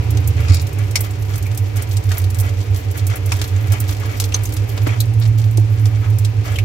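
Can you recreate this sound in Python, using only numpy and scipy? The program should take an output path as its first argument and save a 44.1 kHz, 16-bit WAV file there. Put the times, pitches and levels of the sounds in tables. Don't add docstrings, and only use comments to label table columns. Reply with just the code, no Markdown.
import sys
import numpy as np
from scipy import signal
from scipy.fft import rfft, irfft
from scipy.io import wavfile
from scipy.ndimage import uniform_filter1d

SR = 44100
rng = np.random.default_rng(int(sys.argv[2]) if len(sys.argv) > 2 else 0)


def master(y):
    cut = np.clip(np.atleast_2d(y).T, -1, 1)
    pcm = np.round(cut * 32767)
    wavfile.write(sys.argv[1], SR, pcm.astype(np.int16))


N = 292824
TIME = np.arange(N) / SR
FAINTER_FROM_S, FAINTER_DB = 5.05, -4

# resonance_hz, width_hz, lift_db
DRUM_MODES = [(297.5, 30.4, 8.5), (402.4, 28, 8.5), (460.4, 62, 10.5), (569, 20, 9.5), (751, 39, 6.5),
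              (976, 10.5, 9.5), (1228, 17, 9), (1520, 18, -2), (2600, 1200, 2)]


def undb(db):
    return 10 ** (np.asarray(db) / 20)


def level(x, db):
    return x * undb(db) / np.sqrt(np.mean(x ** 2))


def curves(table):
    s, *columns = np.transpose(table)
    return [np.interp(TIME, s, column) for column in columns]


def colour(points, hz):
    f, db = np.transpose(points)
    return undb(np.interp(np.log(hz + 1), np.log(f), db))


def lift(modes, hz):
    return undb(sum(db / (1 + (2 * (hz - f) / width) ** 2) for f, width, db in modes))


def shape(x, points, modes=DRUM_MODES):
    size = x.shape[-1]
    hz = np.fft.rfftfreq(size, 1 / SR)
    cepstrum = irfft(np.log(colour(points, hz) * lift(modes, hz)), size)
    cepstrum[1:size // 2] *= 2
    cepstrum[size // 2 + 1:] = 0
    response = np.exp(rfft(cepstrum))
    return irfft(rfft(x) * response, size)


def resonate(x, hz, width):
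    b, a = signal.iirpeak(hz, hz / width, fs=SR)
    once = signal.lfilter(b, a, x)
    return signal.lfilter(b, a, once)


def walk(rate):
    k = int(SR / rate)
    steps = np.repeat(rng.standard_normal(N // k + 1), k)
    smooth = uniform_filter1d(uniform_filter1d(steps, k), k)
    return np.sqrt(2) * smooth[:N]


def add(out, s, x):
    start = max(int(s * SR), 0)
    out[:, start:start + x.shape[-1]] += x[..., :N - start]


def drum_echo(t60=0.057, size=8192):
    direct, contact_s = 0.094, 0.00043
    late_db, late_t60 = -25, 0.11
    t = np.arange(size) / SR
    crack = rng.standard_normal(size) * np.exp(-t / contact_s)
    fade = undb(-60 * t / t60) + undb(late_db - 60 * t / late_t60)
    wall = rng.standard_normal((2, size)) * fade * (1 - np.exp(-t / contact_s))
    mix = np.sqrt(direct) * level(crack, 0) + np.sqrt(1 - direct) * level(wall, 0)
    return mix / np.sqrt(size)


def slips(rate, spread_db):
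    happens = rng.random(N) < rate / SR
    sizes = undb(spread_db * np.minimum(rng.exponential(size=N), 3.55))
    train = happens * sizes * rng.choice([-1, 1], N)
    return signal.fftconvolve(train[None], drum_echo(), axes=1)[:, :N]


def contact(db, tilt_db):
    # frequency_hz, gain_db
    click_colour = [(150, -18), (600, -9), (1500, -10), (3000, -4), (6000, 2), (9800, -4.5), (12500, 1),
                    (16000, -11)]
    # resonance_hz, width_hz, lift_db
    contact_modes = [(1140, 500, 2), (2300, 290, 0), (3840, 1560, 3.5), (4950, 400, 1), (6700, 246, 1.5),
                     (8350, 2000, 3.5), (10700, 310, 0), (13000, 1500, -4)]
    tilt_from_hz, tilt_pivot_hz = 1500, 6350
    place_hz, place_spread = 90, 0.66
    outline = []
    for hz, base in click_colour:
        octaves = np.log2(max(hz, tilt_from_hz) / tilt_pivot_hz)
        outline.append((hz, base + db + tilt_db * octaves))
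    chance = rng.standard_normal((len(contact_modes), 2))
    modes = [(hz + place_hz * a, width, gain * (1 + place_spread * b))
             for (hz, width, gain), (a, b) in zip(contact_modes, chance)]
    return shape(drum_echo(), outline, DRUM_MODES + modes)


def room():
    # frequency_hz, gain_db
    room_outline = [(100, -2.5), (200, 0), (300, 5), (430, -2.5), (620, -3.5), (800, -1.5), (1200, -10),
                    (2400, -7), (3300, -13.5), (6000, -16.5), (9500, -28.5), (13000, -26.5), (16000, -56)]
    # time_s, rms_db
    room_level = [(0, -31), (1.2, -34.5), (4.8, -33), (5.2, -35.5), (6.64, -34)]
    alike = np.sinc(np.fft.rfftfreq(N, 1 / SR) / 520)
    noise = rfft(rng.standard_normal((2, N)))
    mid, side = irfft(noise * np.sqrt([1 + alike, 1 - alike]), N)
    ports = np.array([mid + side, mid - side])
    return level(shape(ports, room_outline), 0) * undb(curves(room_level)[0])


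def rumble():
    # frequency_hz, gain_db
    rumble_outline = [(20, -44), (37, -34), (48, -1.5), (53, -10), (66, 4), (80, 1), (100, 8.5), (112, 13),
                      (121, -13.5), (136, -11), (160, -15.5), (200, -44), (400, -59)]
    return level(shape(rng.standard_normal(N), rumble_outline), -22.5)


def hum():
    # time_s, pitch_hz, rms_db
    motor = [(0.0, 94.37, -27.1), (0.5, 93.86, -28.5), (1.2, 93.71, -34.9), (2.3, 93.84, -15.2),
             (2.8, 93.59, -26.5), (3.7, 94.02, -18.0), (4.2, 94.98, -39.3), (5.5, 93.28, -35.2),
             (6.64, 94.27, -26.1)]
    # time_s, pitch_hz, rms_db
    drone = [(0.0, 112.84, -23.9), (0.25, 108.58, -15.4), (0.6, 109.66, -32.4), (2.4, 109.46, -39.8),
             (4.6, 111.0, -34.0), (4.95, 111.76, -17.9), (5.25, 110.05, -13.6), (5.8, 107.83, -11.9),
             (6.1, 107.39, -16.6), (6.64, 107.34, -19.6)]
    # time_s, pitch_hz, rms_db
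    low_hum = [(0, 80.5, -22), (.4, 80.95, -19), (.6, 82.4, -19.5), (0.801, 83, -75)]
    # time_s, pitch_hz, rms_db
    high_hum = [(0, 143.2, -40), (.3, 134.4, -30), (.6, 131.3, -29.5), (1, 137, -44), (1.5, 138.8, -42),
                (2.2, 144, -66)]
    mains_hz, mains_db = 100.03, -21.5
    out = np.sqrt(2) * undb(mains_db) * np.sin(2 * np.pi * mains_hz * TIME)
    for table in (motor, drone, low_hum, high_hum):
        hz, db = curves(table)
        phase = 2 * np.pi * np.cumsum(hz) / SR
        out = out + np.sqrt(2) * undb(db) * np.sin(phase)
    return out


def bumps():
    # start_s, pitch_hz, rise_s, peak_db
    bump_table = [(0.491, 89.8, 0.021, 1.5), (4.868, 303, 0.0051, -16), (5.577, 307, 0.008, -20.5)]
    out, t = np.zeros((2, N)), TIME[:SR // 2]
    for s, hz, rise_s, db in bump_table:
        swell = (t / rise_s * np.exp(1 - t / rise_s)) ** 2
        add(out, s, undb(db) * swell * np.sin(2 * np.pi * hz * t))
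    return out


def stray_ticks():
    count, ticks_per_s = 80, 5.1
    tick_db, tilt_db, tilt_spread_db = -10, 6.5, 2.1
    out = np.zeros((2, N))
    times = np.cumsum(rng.gamma(2, .5, count)) / ticks_per_s
    for s, chance in zip(times, rng.standard_normal(count)):
        if s < TIME[-1]:
            db = tick_db + FAINTER_DB * (s > FAINTER_FROM_S)
            add(out, s, contact(db, tilt_db + tilt_spread_db * chance))
    return out


def pressure():
    # start_s, length_s, pad_rub_db, claw_scratch_db
    strokes = [(.36, 0.2, -34.5, -48.5), (0.771, 0.052, -35, -55), (0.939, 0.13, -35.5, -41),
               (1.283, 0.11, -39, -40.5), (1.437, 0.03, -46, -44), (1.748, 0.078, -34, -44),
               (1.884, 0.043, -51, -35.5), (2.078, 0.11, -35, -39), (2.344, 0.12, -41, -41.5),
               (2.435, 0.046, -35.5, -51), (2.569, 0.055, -61, -41), (2.743, 0.066, -43, -36),
               (2.947, .05, -34.5, -39), (3.084, 0.077, -32.5, -44), (3.27, 0.2, -39.5, -40.5),
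               (3.49, 0.37, -39.5, -44.5), (3.705, 0.064, -30.5, -54), (3.878, 0.057, -38.5, -30.5),
               (3.997, 0.15, -35.5, -45), (4.16, 0.094, -46, -33.5), (4.322, 0.098, -38.5, -46),
               (4.504, 0.056, -42, -56), (4.668, 0.2, -41.5, -43), (4.86, 0.084, -30.5, -44),
               (5.206, .06, -38.5, -41), (5.374, 0.056, -49, -40), (5.65, 0.31, -44, -49),
               (6.01, 0.051, -37.5, -44), (6.437, 0.11, -34.5, -39)]
    attack_s, release_s = 0.012, 0.026
    fur_db, touch_db = -48.5, -46
    resting = undb(FAINTER_DB * (TIME > FAINTER_FROM_S))
    power = (undb([[fur_db], [touch_db]]) * resting) ** 2
    for s, length_s, pad_db, claw_db in strokes:
        t = TIME - s
        rise = np.clip(t / attack_s, 0, 1)
        release = np.exp(-np.maximum(t - length_s, 0) / release_s)
        power = power + (undb([[pad_db], [claw_db]]) * rise * release) ** 2
    return np.sqrt(power)


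def rubbing():
    # frequency_hz, gain_db
    rub_colour = [(300, -8), (700, -4), (1200, -3), (1700, -1.5), (2400, -1.5), (3100, -8), (4500, -14.5),
                  (7000, -15), (16000, -41)]
    # frequency_hz, gain_db
    scratch_colour = [(1500, -50), (3200, 4), (5200, 4), (7800, 2), (9800, -3.5), (16000, -23)]
    # frequency_hz, gain_db
    tip_colour = [(4000, -27), (7000, -7), (9800, -7), (12500, 3), (14500, -1.5), (16000, -1.5)]
    on_pads, on_claws = pressure()
    pads = level(shape(slips(rate=1100, spread_db=4.5), rub_colour), 0)
    claws = level(shape(slips(rate=580, spread_db=8.5), scratch_colour), -3)
    tips = level(shape(slips(rate=340, spread_db=5.0), tip_colour), -4.5)
    return pads * on_pads + (claws + tips) * on_claws


def drags():
    # start_s, length_s, resonance_hz, width_hz, rms_db
    drag_table = [(0.481, 0.17, 4640, 3888, -32.5), (0.367, 0.37, 2650, 648.1, -43),
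                  (0.954, 0.034, 5200, 5000, -28), (1.45, 0.074, 2300, 500, -41.5),
                  (2.11, 0.033, 1680, 1100, -33.5), (3.1, 0.074, 1300, 900, -44),
                  (3.4, 0.054, 1600, 700, -45), (4.876, 0.059, 2220, 800, -34),
                  (5.213, 0.04, 4000, 2530, -37), (6.02, 0.095, 1290, 898.1, -41)]
    out, grain = np.zeros((2, N)), slips(rate=500, spread_db=5.0)
    for s, length_s, hz, width, db in drag_table:
        start, size = int(s * SR), int(length_s * SR)
        band = resonate(grain[:, start:start + size], hz, width)
        swell = np.sin(np.pi * np.sqrt(np.arange(size) / size))
        add(out, s, level(band * swell, db))
    return out


def squeaks():
    # start_s, pitch_hz, length_s, peak_db
    squeak_table = [(.170, 6230, 0.0081, -27), (4.3391, 6080, 0.014, -7), (4.456, 6240, 0.0014, -22)]
    waver, echo_db = 0.035, -6
    out = np.zeros((2, N))
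    for s, hz, length_s, db in squeak_table:
        size = int(length_s * SR)
        pitch = hz * (1 + waver * walk(3000)[:size])
        tone = np.sin(2 * np.pi * np.cumsum(pitch) / SR) * np.hanning(size)
        ring = signal.fftconvolve(tone[None], drum_echo(), axes=1)
        ring *= undb(echo_db) / np.abs(ring).max()
        ring[:, :size] += tone
        add(out, s, undb(db) * ring / np.abs(ring).max())
    return out


def knocks():
    # start_s, resonance_hz, width_hz, energy_db
    knock_table = [(.955, 2240, 493, 8), (0.9567, 5540, 1015, 10), (3.317, 1000, 696, 3),
                   (3.319, 2470, 600, 3), (3.320, 5400, 400, -1), (4.0328, 1110, 504, -6),
                   (4.322, 2740, 900, -5), (4.344, 4200, 400, 1.5), (4.868, 437, 460, 7),
                   (5.003, 4080, 1300, 2.5), (5.578, 400, 350, 2.5), (6.558, 2930, 810, -1.5),
                   (6.5861, 2450, 1080, 4.5)]
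    out = np.zeros((2, N))
    for s, hz, width, db in knock_table:
        ring = resonate(drum_echo(t60=0.062), hz, width)
        add(out, s, level(ring, db) / np.sqrt(ring.shape[1]))
    return out


def clicks():
    # start_s, strength_db, tilt_db_per_octave
    click_table = [(.106, -3.5, 10.5), (0.172, 0.5, -2), (0.275, 1.5, 13.5), (0.5446, 4.5, 4),
                   (0.6155, -5.5, 12), (0.6688, -2, 3), (0.73, -10, 10), (0.9103, -5.5, 7),
                   (0.9562, 15, -1), (1.007, 2.5, 16.5), (1.357, 0, 7), (1.379, -6, 9), (1.4254, -2, 4.5),
                   (1.515, -4.5, -5), (1.5751, 3.5, 6.5), (1.76, -5.5, 9), (1.768, 0.5, 4), (1.822, -1, 11),
                   (1.919, -6.5, 0), (1.9692, 4, -0.5), (2.117, 6.5, -3), (2.1713, 0.5, 0), (2.1815, 0, 16),
                   (2.2412, -2.5, 2), (2.302, -2, 5.5), (2.3458, -1, 2.5), (2.387, 1.5, 8), (2.399, 1, 10),
                   (2.4064, 1.5, 12), (2.465, -10, 2), (2.7452, -2, 0.5), (2.915, -10, 8),
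                   (2.9763, -3.5, 13), (3.0681, 3.5, 9.5), (3.1003, -2.5, 0), (3.1576, -4, 13),
                   (3.2604, -3.5, 9.5), (3.32, 11.5, -3), (3.366, -7, 11), (3.4154, 9, -3.5),
                   (3.441, 2, -3), (3.721, 6, 6), (3.731, -1, 0), (3.802, 1.5, 14), (3.8922, -1.5, -6),
                   (3.921, -10, -10), (4.2, 14.5, 1), (4.2202, -2.5, -8), (4.2397, 7, 0), (4.322, -3, -5),
                   (4.3438, 9, -5.5), (4.435, -5, 13), (4.454, 2, 6.5), (4.5236, -3, 5), (4.5376, -4, 11),
                   (4.5675, 3, -2), (4.7761, -0.5, -7.5), (4.868, -5.5, -12), (5.0037, 10, 4.5),
                   (5.198, -13, 14), (5.253, -4, -7), (5.441, -8.5, -6.5), (5.5728, 3.5, 0.5),
                   (5.856, 2.5, -3.5), (6.1858, 0.5, 8), (6.2485, 6, -0.5), (6.5587, -3, 0),
                   (6.5859, 4, -1.5)]
    out = np.zeros((2, N))
    for s, db, tilt_db in click_table:
        add(out, s, contact(db - 3.5, tilt_db))
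    return out


def scene():
    background = room() + rumble() + hum()
    body_and_paws = bumps() + stray_ticks() + rubbing() + drags()
    return background + body_and_paws + squeaks() + knocks() + clicks()


def record(dry):
    # frequency_hz, left_minus_right_db
    balance = [(60, -1.5), (110, -5.5), (200, -2), (380, -1), (700, -2.5), (1300, 3), (2400, 2), (5000, 2),
               (8000, 1), (10000, -3.5), (15000, -2.5)]
    lean = np.sqrt(colour(balance, np.fft.rfftfreq(N, 1 / SR)))
    ports = irfft(rfft(dry) * np.array([lean, 1 / lean]), N)
    top_cut = signal.ellip(8, .2, 70, 15750, fs=SR, output="sos")
    return signal.sosfilt(top_cut, np.clip(ports, -1, 1))


dry = scene()
out = record(dry)
master(out)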